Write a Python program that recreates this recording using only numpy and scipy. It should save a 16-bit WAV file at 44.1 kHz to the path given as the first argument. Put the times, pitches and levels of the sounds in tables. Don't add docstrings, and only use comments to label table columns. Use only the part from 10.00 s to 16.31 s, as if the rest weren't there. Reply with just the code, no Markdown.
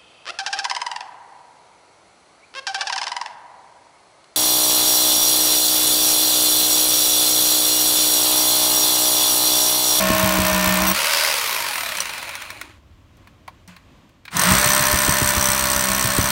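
import sys
import numpy as np
from scipy import signal
from scipy.fft import rfft, irfft, next_fast_len
from scipy.io import wavfile
from scipy.ndimage import map_coordinates

SR = 44100
rng = np.random.default_rng(int(sys.argv[2]) if len(sys.argv) > 2 else 0)


def inscribe(sig):
    pcm = np.round(np.clip(np.atleast_2d(sig).T, -1, 1) * 32767)
    wavfile.write(sys.argv[1], SR, pcm.astype(np.int16))


N = 278271
TIME = np.arange(N) / SR
BRIEF = TIME[:SR // 6]
TOP_HZ = 15950


def amp(db):
    return 10 ** (np.asarray(db) / 20)


def unit(x):
    return x / np.sqrt(np.mean(x ** 2) + 1e-20)


def along(points, hz):
    f, v = np.transpose(points)
    return np.interp(np.log(hz + 1), np.log(f + 1), v)


def curves(rows):
    s, *cols = np.transpose(rows)
    return [np.interp(TIME, s, c) for c in cols]


def wobble(rate):
    knots = rng.standard_normal(int(N * rate / SR) + 4)
    return map_coordinates(knots, [TIME * rate], order=2)


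def swell(at, width):
    return np.exp(-((TIME - at) / width) ** 2)


def speed_db(ratio, db_per_decade):
    return db_per_decade * np.log10(np.maximum(ratio, 1e-6))


def filtered(x, response):
    m = next_fast_len(N + SR // 4)
    return irfft(rfft(x, m) * response(np.fft.rfftfreq(m, 1 / SR)), m)[:N]


def noise(spectrum):
    return unit(filtered(rng.standard_normal(N), lambda hz: amp(along(spectrum, hz))))


def resonant_noise(resonances):
    def response(f):
        return sum(amp(db) / (1 + (2 * (f - hz) / width) ** 2) for hz, width, db in resonances)
    return unit(filtered(rng.standard_normal(N), response))


def decay(t60, attack):
    return amp(-60 * BRIEF / t60) * (1 - np.exp(-BRIEF / attack))


def train(times, sizes, shape):
    at = np.clip(np.round(times * SR).astype(int), 0, N)
    return signal.oaconvolve(np.bincount(at, sizes, N + 1)[:N], shape)[:N]


# pitch_hz [Hz], level_db [relative dB per Hz]
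OPEN_AIR = [(15, -35), (25, -7), (108, -2.5), (317, -5), (416, -15.5), (607, -11), (818, -17.5),
            (1070, -12), (1330, -18.5), (3160, -21), (5000, -29), (7110, -31.5), (10400, -42), (14400, -41),
            (16000, -56)]
AIR_DB, AIR_WAVER_DB = -54.5, 1.8
RUMBLE_DB, RUMBLE_SWELL_DB, RUMBLE_S, RUMBLE_WIDTH_S = -63.5, 13, 3, 1.1


def outdoors():
    air = amp(AIR_DB + AIR_WAVER_DB * wobble(7.5)) * noise(OPEN_AIR)
    rumble_db = RUMBLE_DB + RUMBLE_SWELL_DB * swell(RUMBLE_S, RUMBLE_WIDTH_S)
    return air + amp(rumble_db) * noise([(20, -6), (40, 1.5), (100, 5), (140, -18.0), (400, -48)])


# start_s [s], speed [turns/s]
PRESSED_FIRST = [(0, 63.92), (.7, 61.88), (.85, 63.06)]
LIFT_S, RACE_S, FREE_SPEED = .92, .0707, 79.16
STOP_S, COAST_S, DRAG_SPEED = 2.8101, 1.4933, 47.92


def first_speed():
    pressed = curves(PRESSED_FIRST)[0]
    powered = FREE_SPEED + (pressed - FREE_SPEED) * np.exp(-np.maximum(TIME - LIFT_S, 0) / RACE_S)
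    coasting = DRAG_SPEED * np.tan(np.clip((STOP_S - TIME) / COAST_S, 0, 1.5))
    return np.minimum(powered, coasting)


def crank(speed, first_blow):
    turns = np.cumsum(speed) / SR
    turns -= np.interp(first_blow, TIME, turns)
    return turns, np.interp(np.arange(int(turns[-1]) + 1), turns, TIME)


# start_s [s, first blow], end_s [s]
SPELLS = [(.0067, .925), (4.3676, 6.32)]
# blow_db [dB], blow_fall [dB/s], shake_db [dB], drone_db [dB], drone_fall [dB/s]
HOLES = [(-24.5, 0.3, -25.5, -23.5, 10), (-21, 1.76, -35.5, -30.5, 2.2)]
BUCK_S, BUCK_WIDTH_S, BUCK_SHAKE_DB, BUCK_GRIND_DB = 4.52, .06, 9.5, 2.5


def load(hole):
    blow_db, blow_fall, shake_db, drone_db, drone_fall = HOLES[hole]
    sunk = np.clip(TIME, *SPELLS[hole]) - SPELLS[hole][0]
    shake_db = shake_db + BUCK_SHAKE_DB * swell(BUCK_S, BUCK_WIDTH_S)
    return blow_db - blow_fall * sunk, shake_db, drone_db - drone_fall * sunk


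def ring(modes, times, sizes, hole, scatter_db, attack):
    out = np.zeros(N)
    for hz, t60, *levels in modes:
        strength = amp(levels[hole] + scatter_db * rng.standard_normal(len(times)))
        strength *= rng.choice([-1, 1], len(times))
        out += train(times, sizes * strength, decay(t60, attack) * np.sin(2 * np.pi * hz * BRIEF))
    return out


# pitch_hz [Hz], width_hz [Hz], level_db [relative dB]
BODY_MODES = [(798, 90, -23), (1012.4, 86, 6), (1075, 36, 3), (1180, 12, -0.5), (1448, 61, 0.5),
              (1517, 33, -5.5), (1801, 35, 3.5), (2424, 180, -7.5)]
# pitch_hz [Hz], t60_s [s], first_hole_db, second_hole_db [relative dB]
BIT_MODES = [(4274, 0.039, -12.5, -12), (5785, 0.014, 0, -1.5), (6070, 0.013, -7, 0),
             (8150, .018, -6, -0.5), (8400, 0.011, -7, 4), (8770, 0.043, -16.5, -11),
             (9500, 0.024, -14, -12)]
# pitch_hz [Hz], t60_s [s], first_hole_db, second_hole_db [relative dB]
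CHUCK_MODES = [(11900, .012, -11.5, -9.5), (13050, .012, -3.5, -5), (15260, .014, -18, -11),
               (15630, .018, -6, -4.5)]
# pitch_hz [Hz], level_db [relative dB per Hz]
CRACK_SPECTRUM = [(300, -28), (900, -19), (2000, -8), (4000, 2.5), (7000, 4), (9500, 2.5), (11000, -2),
                  (16000, 3)]
# pitch_hz [Hz], level_db [relative dB per Hz]
GRIT_SPECTRUM = [(1000, -13), (3000, 1.5), (7000, -7.5), (10500, -5.5), (13000, 6), (14300, -4), (16000, 0)]


def hammer(times, hole, crack_db, bit_db, chuck_db, grit_db, body_db, rebound):
    times = times[times < SPELLS[hole][1]]
    chance = rng.standard_normal((len(times), 4)).T
    sizes = amp(np.interp(times, TIME, load(hole)[0]) + 1.3 * chance[0])
    crack = train(times, sizes, decay(t60=0.02, attack=0.00076)) * noise(CRACK_SPECTRUM)
    bit = ring(BIT_MODES, times, sizes, hole, scatter_db=3.5, attack=0.00059)

    back = times + rebound + 0.0011 * chance[1]
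    back_sizes = sizes * amp(2.0 * chance[2])
    both_times, both_sizes = np.r_[times, back], np.r_[.6 * sizes, back_sizes]
    chuck = ring(CHUCK_MODES, both_times, both_sizes, hole, scatter_db=6.0, attack=0.00054)
    grit = train(back, back_sizes, decay(t60=0.012, attack=0.00051)) * noise(GRIT_SPECTRUM)

    knock = np.zeros(len(BRIEF))
    for hz, width, db in BODY_MODES:
        knock += amp(db) * width * np.exp(-np.pi * width * BRIEF) * np.sin(2 * np.pi * hz * BRIEF)
    knock *= 1 - np.exp(-BRIEF / 0.0031)
    body = train(times + .00002 * chance[3], sizes, knock / np.abs(knock).max())

    steel = amp(bit_db) * bit + amp(chuck_db) * chuck
    return amp(crack_db) * crack + steel + amp(grit_db) * grit + amp(body_db) * body


# pitch_hz [Hz], t60_s [s]
YARD_DECAY = [(200, 0.11), (2000, 0.098), (8000, 0.12), (12000, 0.084)]


def yard(x):
    _, t, grains = signal.stft(rng.standard_normal(SR // 3), SR, nperseg=256)
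    hz = np.fft.rfftfreq(256, 1 / SR)
    fading = amp(-60 * t / along(YARD_DECAY, hz)[:, None])
    tail = signal.istft(grains * fading, SR, nperseg=256)[1]
    delayed = np.pad(x, (SR // 200, 0))
    return signal.fftconvolve(delayed, tail / np.linalg.norm(tail))[:N]


RELEASE_S = .035


def during(start, end, rise):
    return np.clip(1 + (TIME - start) / rise, 0, 1) * np.exp(-np.maximum(TIME - end, 0) / RELEASE_S)


# pitch_hz [Hz], level_db [relative dB]
SHAKE_FIRST = [(63, -14), (125, -21.5), (180, 5), (195, -5), (250, -26), (315, -8.5), (380, -31),
               (480, -43)]
SHAKE_SECOND = [(35, -30), (65, -5.5), (130, -6.5), (180, 8), (200, -2.5), (265, -8.5), (330, -14),
                (400, -12.5), (480, -29)]
# pitch_hz [Hz], level_db [relative dB]
DRONE_RESPONSE = [(480, -35), (560, -20), (582, -0.5), (632, 1), (665, -13), (740, -64.5)]


def hum(turns, speed, hole):
    shake = (SHAKE_FIRST, SHAKE_SECOND)[hole]
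    _, shake_db, drone_db = load(hole)
    on = during(*SPELLS[hole], rise=0.037)
    live = on > 0
    out = np.zeros(N)
    for k in np.arange(1, 13):
        hz = k * speed[live]
        gain = amp(shake_db[live] + along(shake, hz)) + amp(drone_db[live] + along(DRONE_RESPONSE, hz))
        gain *= amp(1.8 * wobble(22)[live])
        phase = 2 * np.pi * (k * turns[live] + rng.random()) + .2 * wobble(25)[live]
        out[live] += gain * np.sin(phase)
    return np.sqrt(2) * on * out


# pitch_hz [Hz], level_db [relative dB per Hz]
LOADED_FIRST = [(100, -13.5), (420, -7.5), (700, -0.5), (1000, 2), (1900, -2), (2400, 1.5), (3000, -3),
                (4400, -6.5), (7000, -13.5), (9500, -11.5), (11000, -18.5), (15500, -17.5)]
GRIND_FIRST_DB = -23


def lifting():
    return np.clip((TIME - LIFT_S) / 0.028, 0, 1)


def first_grind():
    return (1 - lifting()) * amp(GRIND_FIRST_DB) * noise(LOADED_FIRST)


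# start_s [s], level_db, knock_db [relative dB]
JOLTS = [(0.099, -18.5, -18), (0.384, -19.5, -19), (4.511, -17, -45), (4.934, -20, -24.5),
         (5.081, -21.5, -19.5), (5.215, -21.5, -19), (5.366, -23.5, -22.5), (6.183, -18.5, -14.5)]


def jolts(rows):
    times, db, knock_db = np.transpose(rows)
    push_shape = decay(t60=0.057, attack=0.0022) * np.sin(2 * np.pi * 74 * BRIEF)
    push = train(times + 0.0048, amp(db), push_shape)
    rumble = train(times, amp(db), decay(t60=0.2, attack=0.0039))
    rumble *= noise([(20, -19.0), (50, -1.5), (130, 0.0), (260, -10), (600, -49.0), (2000, -78)])
    knock_shape = decay(t60=0.0099, attack=0.0011) * np.sin(2 * np.pi * 290 * BRIEF)
    knock = train(times + 0.0031, amp(knock_db), knock_shape)
    return amp(9.5) * push + amp(1.5) * rumble + amp(17.5) * knock


CRANK_PER_BIT_TURN = 9.1
SNAG_DB, SNAG_KNOCK_DB, SNAG_SCATTER_DB = -27.5, -34, 2.5


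def snags(turns, hole, first_turn):
    last_turn = np.interp(SPELLS[hole][1], TIME, turns)
    times = np.interp(np.arange(first_turn, last_turn, CRANK_PER_BIT_TURN), turns, TIME)
    chance_db = SNAG_SCATTER_DB * rng.standard_normal(len(times))
    hard = np.transpose(JOLTS)[0]
    rows = []
    for s, db in zip(times, chance_db):
        if np.abs(hard - s).min() > .06:
            rows.append((s, SNAG_DB + db, SNAG_KNOCK_DB + db))
    return rows


def chatter():
    times = np.sort(rng.uniform(.866, .918, size=14))
    sizes = np.ones(len(times))
    chuck = ring(CHUCK_MODES, times, sizes, 0, scatter_db=4.0, attack=.002)
    bit = ring(BIT_MODES, times, sizes, 0, scatter_db=5.5, attack=.002)
    rasp = train(times, sizes, decay(t60=0.0085, attack=.0005)) * noise(LOADED_FIRST)
    return amp(-6.5) * chuck + amp(-17.5) * bit + amp(-20) * rasp


# multiple [of the crank speed], level_db [relative dB]
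WHINE_TONES = [(7.3, 3.5), (8.2, -2.5), (13, -10.5), (19.2, -0.5), (34.3, -6.5), (38.5, -6.5), (49, -8),
               (68.5, -8), (102.5, -5.5), (112, -8), (137, -15), (172, -12.5), (205, -13.5), (238, -6),
               (345, -17), (366, -17)]
# pitch_hz [Hz], level_db [relative dB]
RADIATION_RESPONSE = [(300, -35), (450, -24), (580, -9.5), (750, -9.5), (1000, -7), (2500, -3), (4500, -4),
                      (7000, -11), (9500, 1), (11000, -2), (14000, 13), (16000, -12.5)]
WHINE_WAVER_DB = 1.2


def whine(turns, blur, slop):
    angle = np.maximum(turns - turns[0], 0)
    speed = np.gradient(turns) * SR
    tones = np.zeros(N)
    for k, db in WHINE_TONES:
        place = (k * blur + slop) * angle
        knots = rng.standard_normal((int(place.max()) + 2, 2)) @ [1, 1j]
        flutter = np.interp(place, np.arange(len(knots)), knots)
        masked = np.clip(k * speed / 5000 - 1, 0, 1) * np.clip(speed / 25 - 1.7, 0, 1)
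        gain = amp(db - 16 * masked + WHINE_WAVER_DB * wobble(16)) * (k * speed < TOP_HZ)
        tones += gain * np.real(flutter * np.exp(2j * np.pi * k * turns))
    return filtered(tones, lambda hz: amp(along(RADIATION_RESPONSE, hz)) * (hz > 100))


# pitch_hz [Hz], level_db [relative dB per Hz]
RACING_SPECTRUM = [(88, -60), (150, -22.5), (414, -10.5), (601, 2), (716, -8.5), (941, 5.5), (1420, 2.5),
                   (1690, 0.5), (2020, 5), (3550, 0), (4580, 1), (7620, -6), (9260, -4), (13400, -7.5),
                   (16000, -8)]
COASTING_SPECTRUM = [(88, -49), (150, -25), (368, -10.5), (406, -18), (612, -0.5), (716, -9), (979, 1.5),
                     (1210, 0), (2400, -1.5), (4860, -11.5), (5570, -15), (6910, -11.5), (8230, -20),
                     (14000, -25.5), (16000, -35)]
# pitch_hz [Hz], width_hz [Hz], level_db [relative dB]
GEARBOX_MODES = [(1060, 170, -11), (2420, 520, 6), (4100, 430, -2), (9400, 480, -4), (14630, 900, -22)]
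RACE_DB, COAST_DB_PER_DECADE = -22, 19.5
WHINE_DB, WHINE_DB_PER_DECADE = -26, 16
SLEEVE_HZ, SLEEVE_WIDTH_HZ, SLEEVE_DB = 4900, 900, -6
SLEEVE_S, SLEEVE_SWELL_S = 1.2, 0.12


def free_motor(turns, times, speed):
    slow = np.clip((TIME - 1.5) / 1.2, 0, 1)
    rub = np.clip((STOP_S - TIME) / .25, 0, 1) * resonant_noise(GEARBOX_MODES)
    coasting = amp(1.0) * noise(COASTING_SPECTRUM) + rub
    idle = amp(1) * np.sqrt(1 - slow) * noise(RACING_SPECTRUM) + np.sqrt(slow) * coasting
    sleeve = resonant_noise([(SLEEVE_HZ, SLEEVE_WIDTH_HZ, 0)])
    idle += amp(SLEEVE_DB) * swell(SLEEVE_S, SLEEVE_SWELL_S) * sleeve

    rattle_sizes = amp(0.75 * rng.standard_normal(len(times)))
    rattle = train(times + 0.002, rattle_sizes, decay(t60=0.025, attack=0.0011))
    idle *= (0.68 + 1.74 * (1 - slow) * rattle) * amp(1.7 * wobble(400))

    throb = (1 - slow) * sum(np.sin(2 * np.pi * k * turns + wobble(25)) for k in range(1, 4))
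    ratio = speed / FREE_SPEED
    gears = amp(RACE_DB + speed_db(ratio, COAST_DB_PER_DECADE)) * (idle + amp(-34.5) * throb)
    tones = amp(WHINE_DB + speed_db(ratio, WHINE_DB_PER_DECADE)) * whine(turns, blur=.06, slop=.25)
    return lifting() * (gears + tones)


# pitch_hz [Hz], level_db [relative dB per Hz]
KNOCK_SPECTRUM = [(400, -21.5), (1000, -14.5), (1400, -2), (2000, 1), (2400, -1.5), (2900, -9.5),
                  (4200, -7), (6000, -22.5), (16000, -45.5)]
THUD_SPECTRUM = [(200, -30), (450, -26), (600, -4), (800, -0.5), (1060, 8.5), (1280, -16), (1800, -16),
                 (5000, -64)]
TICK_SPECTRUM = [(2000, -38), (5500, 0), (7500, -5.5), (9500, 0), (11000, -9.5), (16000, -3.5)]


def knocks(times, db, thud_db, treble_db, t60):
    knock = train(times, amp(db), decay(t60, attack=0.0014)) * noise(KNOCK_SPECTRUM)
    thud = train(times, amp(db + thud_db), decay(t60, attack=0.0019)) * noise(THUD_SPECTRUM)
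    tick = train(times, amp(db + treble_db), decay(t60, attack=0.00027)) * noise(TICK_SPECTRUM)
    return knock + thud + tick


# start_s [s], level_db [relative dB]
LAST_CLACKS = [(2.292, -19), (2.353, -17.5), (2.42, -20.5), (2.503, -20.5), (2.613, -19.5)]
CLACK_SPEED, CLACK_DB, CLACK_DB_PER_DECADE = 41, -14.5, 22


def clacks(times, speed):
    last_times, last_db = np.transpose(LAST_CLACKS)
    ratio = np.interp(times, TIME, speed) / CLACK_SPEED
    db = CLACK_DB + speed_db(ratio, CLACK_DB_PER_DECADE)
    slow = (ratio < 1) & (times < last_times[0] - .04)
    all_times = np.r_[times[slow] + .002, last_times]
    all_db = np.r_[db[slow], last_db]
    return amp(-1.5) * knocks(all_times, all_db, thud_db=-6.5, treble_db=-7.0, t60=.029)


# start_s [s], level_db, housing_db, scrape_db [relative dB]
TOUCHES = [(1.970, -16, -44, -48), (2.003, -10, -50, -44), (3.676, -36, -38, -45)]


def touches():
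    times, db, housing_db, scrape_db = np.transpose(TOUCHES)
    tap = ring(BIT_MODES, times, amp(db + 2), 0, scatter_db=1.5, attack=.001)
    chip = train(times, amp(db - 7.5), decay(t60=0.038, attack=.001)) * noise(TICK_SPECTRUM)
    knock = train(times, amp(db - 11), decay(t60=0.05, attack=.001)) * noise(RACING_SPECTRUM)
    scrape = train(times, amp(scrape_db), decay(t60=0.49, attack=0.004)) * noise(COASTING_SPECTRUM)
    rock_shape = decay(t60=0.34, attack=0.00594) * np.sin(2 * np.pi * 178 * BRIEF)
    rock = train(times, amp(housing_db), rock_shape)
    return tap + chip + knock + scrape + rock


GROAN_S, GROAN_WIDTH_S, GROAN_DB = 2.62, 0.1, -50


def groan():
    rub = noise([(180, -40), (280, 3), (330, -3), (370, 0.0), (520, -46)])
    return amp(GROAN_DB) * swell(GROAN_S, GROAN_WIDTH_S) * rub


# start_s [s], level_db, thud_db, treble_db [relative dB]
CLICKS = [(3.169, -52, -16, -10), (3.272, -34.5, -12, -25), (3.478, -26, -3.5, -24.5),
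          (3.764, -31.5, -18, -23), (4.092, -49, -15, -17), (4.252, -26.5, -24, -21.5),
          (4.279, -22.5, -24, -41)]


def clicks():
    times, db, thud_db, treble_db = np.transpose(CLICKS)
    return amp(-4.0) * knocks(times, db, thud_db + 12.0, treble_db + 11.5, t60=0.036)


# start_s [s], speed [turns/s]
PRESSED_SECOND = [(4.8, 66.83), (5.3, 66.16), (6.08, 64.12), (6.31, 66.34)]
RESTART_S, SPIN_UP_S = 4.301, .124


def second_speed():
    return curves(PRESSED_SECOND)[0] * np.tanh(np.maximum(TIME - RESTART_S, 0) / SPIN_UP_S)


# pitch_hz [Hz], level_db [relative dB per Hz]
LOADED_SECOND = [(100, -5), (420, -11), (700, -4), (1000, 1), (1500, 1.5), (2000, 0.5), (2600, -4.5),
                 (4400, -7), (7000, -14.5), (9000, -7.5), (11000, -20.5), (15500, -19)]
GRIND_SECOND_DB, SPIN_UP_DB_PER_DECADE = -25, 27.5
BITE_DB, BITE_FADE_S = 9.5, 0.45


def second_motor(turns, speed):
    gears = noise(LOADED_SECOND) * amp(0.82 * wobble(400))
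    gears += amp(-19) * whine(turns, blur=.015, slop=.4)
    bite_db = BITE_DB * np.exp(-np.maximum(TIME - RESTART_S, 0) / BITE_FADE_S)
    bite_db += BUCK_GRIND_DB * swell(BUCK_S, BUCK_WIDTH_S)
    spin_db = speed_db(speed / speed.max(), SPIN_UP_DB_PER_DECADE)
    return amp(GRIND_SECOND_DB + bite_db + spin_db) * gears


def scene():
    first, second = range(2)
    speed_a, speed_b = first_speed(), second_speed()
    turns_a, times_a = crank(speed_a, SPELLS[first][0])
    turns_b, times_b = crank(speed_b, SPELLS[second][0])

    drill = hammer(times_a, first, crack_db=11.5, bit_db=5, chuck_db=5.5, grit_db=12, body_db=8.5,
                   rebound=.0033)
    drill += first_grind() + chatter() + free_motor(turns_a, times_a, speed_a)
    drill += clacks(times_a, speed_a) + touches() + groan() + clicks()
    drill += hammer(times_b, second, crack_db=11, bit_db=7.0, chuck_db=1.0, grit_db=10.5, body_db=5,
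                    rebound=0.0047)
    drill += second_motor(turns_b, speed_b)

    low = hum(turns_a, speed_a, first) + hum(turns_b, speed_b, second)
    low += jolts(JOLTS + snags(turns_a, first, first_turn=5.1) + snags(turns_b, second, first_turn=8))
    return (drill + amp(-12.5) * yard(drill) + low + outdoors())[None]


def record(dry):
    x = filtered(dry[0], lambda hz: hz ** 4 / (hz ** 4 + 31 ** 4))
    x = x / (1 + np.abs(x / .85) ** 6) ** (1 / 6)
    return filtered(x, lambda hz: 1 / (1 + (hz / TOP_HZ) ** 300))[None]


dry = scene()
out = record(dry)
inscribe(out)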